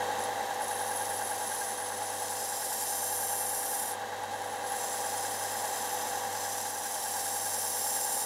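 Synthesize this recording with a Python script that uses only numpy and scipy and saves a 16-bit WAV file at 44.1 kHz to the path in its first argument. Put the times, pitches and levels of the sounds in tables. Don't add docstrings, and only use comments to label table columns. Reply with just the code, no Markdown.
import sys
import numpy as np
from scipy import signal
from scipy.fft import rfft, irfft, next_fast_len
from scipy.io import wavfile
from scipy.ndimage import map_coordinates

SR = 44100
rng = np.random.default_rng(int(sys.argv[2]) if len(sys.argv) > 2 else 0)


def digitize_waveform(pressure):
    field = np.atleast_2d(pressure).T
    bounded = np.clip(field, -1, 1)
    quanta = np.round(bounded * 32767).astype(np.int16)
    wavfile.write(sys.argv[1], SR, quanta)


N = 363825
TIME = np.arange(N) / SR


def from_db(db):
    return 10 ** (np.asarray(db) / 20)


def rms_one(x):
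    return x / np.sqrt(np.mean(x ** 2) + 1e-20)


def in_time(rows):
    times, *columns = np.transpose(rows)
    return [np.interp(TIME, times, column) for column in columns]


def drift(per_s):
    points = rng.standard_normal(2000)
    return np.interp(TIME * per_s, np.arange(len(points)), points)


def colour(x, spectrum):
    hz, db = np.transpose(spectrum)
    size = next_fast_len(N + 4096)
    freqs = np.maximum(np.arange(size // 2 + 1) * SR / size, 1)
    ends = np.minimum(freqs / hz[0], 1) ** 2 * np.minimum(hz[-1] / freqs, 1) ** 2
    gain = from_db(np.interp(np.log(freqs), np.log(hz), db))
    return rms_one(irfft(rfft(x, size) * ends * gain, size)[:N])


def resonate(x, notes):
    out = 0
    for k, (hz, width, db) in enumerate(notes):
        decay = np.exp(-np.pi * abs(width) / SR)
        poles = [1, -2 * decay * np.cos(2 * np.pi * hz / SR), decay ** 2]
        ringing = (1 - decay ** 2) / 2 * signal.lfilter([1, 0, -1], poles, x)
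        out = out + (-1) ** k * from_db(db) * ringing
    return rms_one(out)


def belt_surface(laps, repeat):
    size = int(SR * TIME[-1] / laps[-1])
    one_lap = irfft(np.exp(2j * np.pi * rng.random(8192))[:size // 2 + 1], size)
    looped = rms_one(map_coordinates(one_lap, [laps % 1 * size], order=1, mode="grid-wrap"))
    return np.sqrt(repeat) * looped + np.sqrt(1 - repeat) * rng.standard_normal(N)


def passing(laps, place, width):
    distance = (laps - place + .5) % 1 - .5
    return np.exp(-.5 * (distance / width) ** 2)


def motor_hum(mains_hz=100, beat_hz=.935, mains_db=-60, motor_db=-70):
    mains = from_db(mains_db) * np.sin(2 * np.pi * mains_hz * TIME)
    motor = from_db(motor_db) * np.sin(2 * np.pi * (mains_hz - beat_hz) * TIME)
    return np.sqrt(2) * (mains + motor)


# (frequency [Hz], relative level [dB])
RUMBLE_SPECTRUM = [(30, -31), (70, -24), (125, -15.5), (165, -19.5), (205, -8.5), (350, -10), (520, -3),
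                   (700, 0.5), (850, -2.5), (1130, -2.5), (1300, -12.5), (1650, -3.5), (1900, -6.5),
                   (2400, -21)]
# (frequency [Hz], relative level [dB])
RUSH_SPECTRUM = [(1500, -4), (2000, 0), (2450, -13.5), (3000, -2.5), (3900, -13.5), (4800, -10),
                 (6400, -4.5), (8400, -12.5), (11000, -9.5), (13000, -14), (15500, -25)]
# (pitch [Hz], width [Hz], relative level [dB])
ARM_NOTES = [(2695, 42, 4.5), (3183, 58, 6.5), (3846, 320, 3.5), (4670, 130, -4.5)]


def long_belt(lap_hz=8.542, rumble_db=-42, rush_db=-50, arm_db=-52):
    laps = lap_hz * TIME + .00036 * drift(2)
    rumble = from_db(rumble_db) * colour(belt_surface(laps, repeat=.72), RUMBLE_SPECTRUM)
    rush = from_db(rush_db) * colour(belt_surface(laps, repeat=.1), RUSH_SPECTRUM)
    arm = from_db(arm_db) * resonate(belt_surface(laps, repeat=.37), ARM_NOTES)
    return rumble + rush + arm


# (place [laps], width [laps], strength [dB])
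STIFF_SPOTS = [(.06, .05, 0), (.27, .04, .5), (.49, .04, 0), (.77, .035, -1), (.94, .035, -2)]
JOINT_PLACE = STIFF_SPOTS[0][0]
# (pitch [Hz], width [Hz], relative level [dB])
FRAME_NOTES = [(505, 28, -5.5), (627, 33, -5.5), (807.6, 46, 1.5), (861.5, 42, 1.5), (992, 15, -9)]
# (pitch [Hz], width [Hz], relative level [dB])
JOINT_NOTES = [(1621, 54, 7), (1670, 37, -13), (1883, 23, -2)]


def drive_belt(laps, frame_db=-44, joint_db=-51):
    bumps = sum(from_db(db) * passing(laps, place, width) for place, width, db in STIFF_SPOTS)
    push = .3 + bumps
    frame = resonate(push * belt_surface(laps, repeat=.15), FRAME_NOTES)
    slap = passing(laps, JOINT_PLACE, width=.06)
    joint = resonate(slap * belt_surface(laps, repeat=.55), JOINT_NOTES)
    knocks = from_db(frame_db) * frame + from_db(joint_db) * joint
    return signal.sosfilt(signal.butter(2, [350, 2300], "band", fs=SR, output="sos"), knocks)


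# (pitch [Hz], level [dB])
ROLLER_TONES = [(226, -64), (967.3, -54.5), (1136, -65), (1879, -65)]
# (pitch [cycles per lap of the drive belt], level [dB])
SHAFT_TONES = [(5, -75), (30, -63.5), (40, -62), (45, -58), (50, -48.5), (55, -53.5), (70, -58), (75, -60),
               (76, -54), (80, -42), (81, -56), (82, -57), (84, -48.7), (85, -49), (86, -51.5), (92, -58),
               (93, -58), (97, -57), (160, -58)]


def whine(laps):
    out = sum(from_db(db) * np.sin(2 * np.pi * hz * TIME + .5 * drift(3)) for hz, db in ROLLER_TONES)
    turned = laps - JOINT_PLACE + .0003 * drift(12)
    for cycles, db in SHAFT_TONES:
        smear = .1 * (cycles - 84) ** 2 + rng.normal(0, .3)
        out = out + from_db(db) * np.sin(2 * np.pi * cycles * turned + smear)
    return np.sqrt(2) * out


# (time [s], overall level [dB], boom level [dB])
SANDER_LEVELS = [(0.05, -34.5, -5.5), (0.61, -36.5, -8), (2.79, -40, -8), (5.04, -37.5, -8),
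                 (5.08, -38, -8), (6.09, -36.5, -9.5), (6.73, -39.5, -11.5), (8.05, -39.5, -8)]
USUAL_SANDER_DB, USUAL_BOOM_DB = -38, -7.5


def sander(shaft_hz=49.648, slowing_hz_per_s=.0087, turns_per_lap=5):
    laps = np.cumsum(shaft_hz - slowing_hz_per_s * TIME) / SR / turns_per_lap
    level_db, boom_db = in_time(SANDER_LEVELS)
    swing_db = level_db - USUAL_SANDER_DB
    moving_parts = from_db(swing_db) * (whine(laps) + drive_belt(laps) + long_belt())
    low_band = signal.sosfilt(signal.butter(1, [380, 580], "band", fs=SR, output="sos"), moving_parts)
    boom_change = (from_db(boom_db - USUAL_BOOM_DB) - 1) * low_band
    hum = from_db(.6 * swing_db) * motor_hum()
    return moving_parts + boom_change + hum


def bench_echoes(x, echo_db, count=12):
    out = x.copy()
    for delay_s, sign in zip(rng.uniform(.001, .012, count), rng.choice([-1, 1], count)):
        lag = int(delay_s * SR) + 1
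        out[lag:] += sign * from_db(echo_db) / np.sqrt(count) * x[:-lag]
    return out / np.sqrt(1 + from_db(echo_db) ** 2)


# (delay on the gear's face [s], delay on its edge [s], strength [factor])
HAND_ECHOES = [(.0011, .0014, .17), (.0023, .002, -.15)]


def hand_echoes(x, roll):
    out = x
    for face_s, edge_s, strength in HAND_ECHOES:
        delay_s = (face_s + (edge_s - face_s) * roll) * (1 + .025 * drift(1.2))
        out = out + strength * map_coordinates(x, [np.arange(N) - delay_s * SR], order=3)
    return out


def held(on, off, attack_s, release_s=.07):
    return np.clip((TIME - on) / attack_s, 0, 1) * np.clip(1 - (TIME - off) / release_s, 0, 1)


# (start [s], end [s], hiss level [dB], ring level [dB])
LIGHT_TOUCHES = [(0, .58, -47.5, -66), (.18, .23, -49, -51), (3.92, 4.63, -52, -70),
                 (4.3, 4.61, -52.5, -55.5)]
# (start [s], end [s], fade-in [s], middle of roll [s], roll length [s])
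PRESSES = [(.59, 3.9, 0.023, 2.65, 0.71), (4.6, 8.3, 0.08, 6.98, 1.15)]
# (time [s], hiss level [dB], ring level [dB])
PRESS_LEVELS = [
    [(0.62, -47, -46), (0.72, -45, -43.5), (0.97, -43.5, -41.5), (1.38, -43.5, -43.5), (1.59, -41.5, -40),
     (1.83, -45, -46.5), (2.87, -38.5, -45), (3.8, -39, -42), (3.9, -41, -42)],
    [(4.72, -45, -46), (4.81, -41, -45), (5.98, -41.5, -57), (6.29, -43.5, -56), (6.58, -39.5, -47),
     (6.76, -42.5, -49.5), (6.93, -40, -47), (7.91, -36, -43), (8.25, -37.5, -42)],
]


def handling(start_roll=.1, end_roll=.94):
    hiss_power, ring_power, rolled = 1e-12, 1e-12, 0
    for on, off, hiss_db, ring_db in LIGHT_TOUCHES:
        contact = held(on, off, attack_s=.011)
        hiss_power += (contact * from_db(hiss_db)) ** 2
        ring_power += (contact * from_db(ring_db)) ** 2
    for (on, off, attack_s, roll_at, roll_s), levels in zip(PRESSES, PRESS_LEVELS):
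        contact = held(on, off, attack_s)
        hiss_db, ring_db = in_time(levels)
        hiss_power += (contact * from_db(hiss_db)) ** 2
        ring_power += (contact * from_db(ring_db)) ** 2
        rolled += contact * .5 * (1 + np.tanh(2 * (TIME - roll_at) / roll_s))
    roll = np.clip(start_roll + (end_roll - start_roll) * rolled, 0, 1)
    return np.sqrt(hiss_power), np.sqrt(ring_power), roll


def grit(per_s, spread_db):
    sizes = from_db(spread_db * np.minimum(rng.exponential(1, N), 4))
    strikes = rng.random(N) < per_s / SR
    return rms_one(strikes * sizes * rng.standard_normal(N))


def bite(lap_hz=11.87, uneven_db=.8, tremble_db=-.13):
    uneven = sum(np.cos(2 * np.pi * (k * lap_hz * TIME + rng.random())) for k in (1, 2, 3, 7))
    return from_db(uneven_db * rms_one(uneven) + tremble_db * drift(130))


# (loudest moment [s], spread in time [s], pitch [Hz], level [dB])
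TOOTH_SONGS = [(1.0, .3, 9650, -54), (1.1, 0.45, 13210, -53.5), (2.6, .3, 5150, -56),
               (5.15, 0.29, 13210, -56), (6.0, .4, 13210, -57), (7.75, 0.43, 5520, -50)]


def singing_teeth(width_hz=70):
    scrape = rng.standard_normal(N)
    out = 0
    for peak_at, spread_s, hz, db in TOOTH_SONGS:
        swell = np.exp(-.5 * ((TIME - peak_at) / spread_s) ** 2)
        out = out + from_db(db) * swell * resonate(scrape, [(hz, width_hz, 0)])
    return out


# (pitch [Hz], rough width [Hz], relative level on its face [dB], relative level on its edge [dB])
GEAR_NOTES = [(5137, 250, -5.5, -7), (5590, 210, -13, -4.5), (5906, 290, -3.5, -6), (6190, 280, -3, -2.5),
              (6640, 200, -18, -27), (7116, 260, -6.5, 0), (7480, 310, 2.5, -1), (7970, 300, -6, -12),
              (8420, 240, -14, -1), (8590, 290, -3, -14), (9020, 380, -14, 2.5), (9410, 360, -7.5, 0),
              (9780, 360, 1, 0), (10420, 320, 0.5, 0), (11030, 220, -7, 1.5), (11360, 430, -14, -4),
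              (11860, 360, -6.5, -4), (12720, 950, -13, -4), (14000, 900, -12, -10), (14700, 600, -18, -5)]


def gear_body(scrape, roll, wander_db=2.7):
    out = 0
    for hz, width, face_db, edge_db in GEAR_NOTES:
        band_hz = np.clip([hz - abs(width) / 3, hz + abs(width) / 3 + 1], 100, .45 * SR)
        shifted = np.roll(scrape, rng.integers(N))
        ringing = signal.sosfilt(signal.butter(2, band_hz, "band", fs=SR, output="sos"), shifted)
        strength = np.sqrt((1 - roll) * from_db(face_db) ** 2 + roll * from_db(edge_db) ** 2)
        wander = 1 + (from_db(wander_db) - 1) * drift(1.53)
        out = out + ringing * strength * wander
    return rms_one(out)


# (frequency [Hz], relative level [dB])
FACE_SPECTRUM = [(2500, -3), (4000, -0.5), (6000, 2.5), (7500, 5), (9000, -1.5), (10000, -3), (11500, -11),
                 (13000, -3), (15500, -12.5)]
# (frequency [Hz], relative level [dB])
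EDGE_SPECTRUM = [(2500, -10), (4300, -7.5), (5800, 1), (8000, -8.5), (9200, -2.5), (10900, 1), (12000, -16),
                 (14500, -10.5), (15700, -14)]
# (pitch [Hz], width [Hz], relative level [dB])
TOOTH_NOTES = [(10650, 110, -3.5), (10750, 95, -3.5), (10800, 220, -9.5)]
# (time [s], peak level [dB])
TOOTH_GRAZES = [(.240, -38.5), (.544, -46), (.620, -41), (.642, -45), (.683, -41), (4.193, -50),
                (4.234, -49), (4.444, -49), (4.529, -44), (4.695, -45), (4.722, -41)]


def grinding_gear(face_db=-3, edge_db=-5.5, body_db=.26, ring_db=.5, graze_s=.0065, touch_db=-52):
    hiss_strength, ring_strength, roll = handling()
    cut = bite()
    grains = grit(per_s=11000, spread_db=2.5)
    face = from_db(face_db) * colour(grains, FACE_SPECTRUM)
    edge = from_db(edge_db) * colour(grains, EDGE_SPECTRUM)
    pressure = np.clip((20 * np.log10(hiss_strength) - touch_db) / 10, 0, 1)
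    body = from_db(body_db) * pressure * gear_body(grit(per_s=20000, spread_db=1.5), roll)
    hiss = hiss_strength * cut * (np.sqrt(1 - roll) * face + np.sqrt(roll) * edge + body)
    grazes = sum(from_db(db) * (TIME > at - .002) * np.exp(-np.abs(TIME - at) / graze_s)
                 for at, db in TOOTH_GRAZES)
    teeth = resonate(grit(per_s=5500, spread_db=-1.5) * cut, TOOTH_NOTES)
    ring = (from_db(ring_db) * ring_strength + grazes) * teeth
    gear = hand_echoes(hiss, roll) + ring + .5 * grazes * face
    return signal.sosfilt(signal.butter(2, 2800, "high", fs=SR, output="sos"), gear)


def scene():
    background = sander()
    gear = bench_echoes(grinding_gear(), echo_db=-13) + singing_teeth()
    return np.tile(background + gear, (2, 1))


def record(dry, cutoff_hz=15750):
    return signal.sosfilt(signal.ellip(12, .1, 90, cutoff_hz, fs=SR, output="sos"), dry)


dry = scene()
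out = record(dry)
digitize_waveform(out)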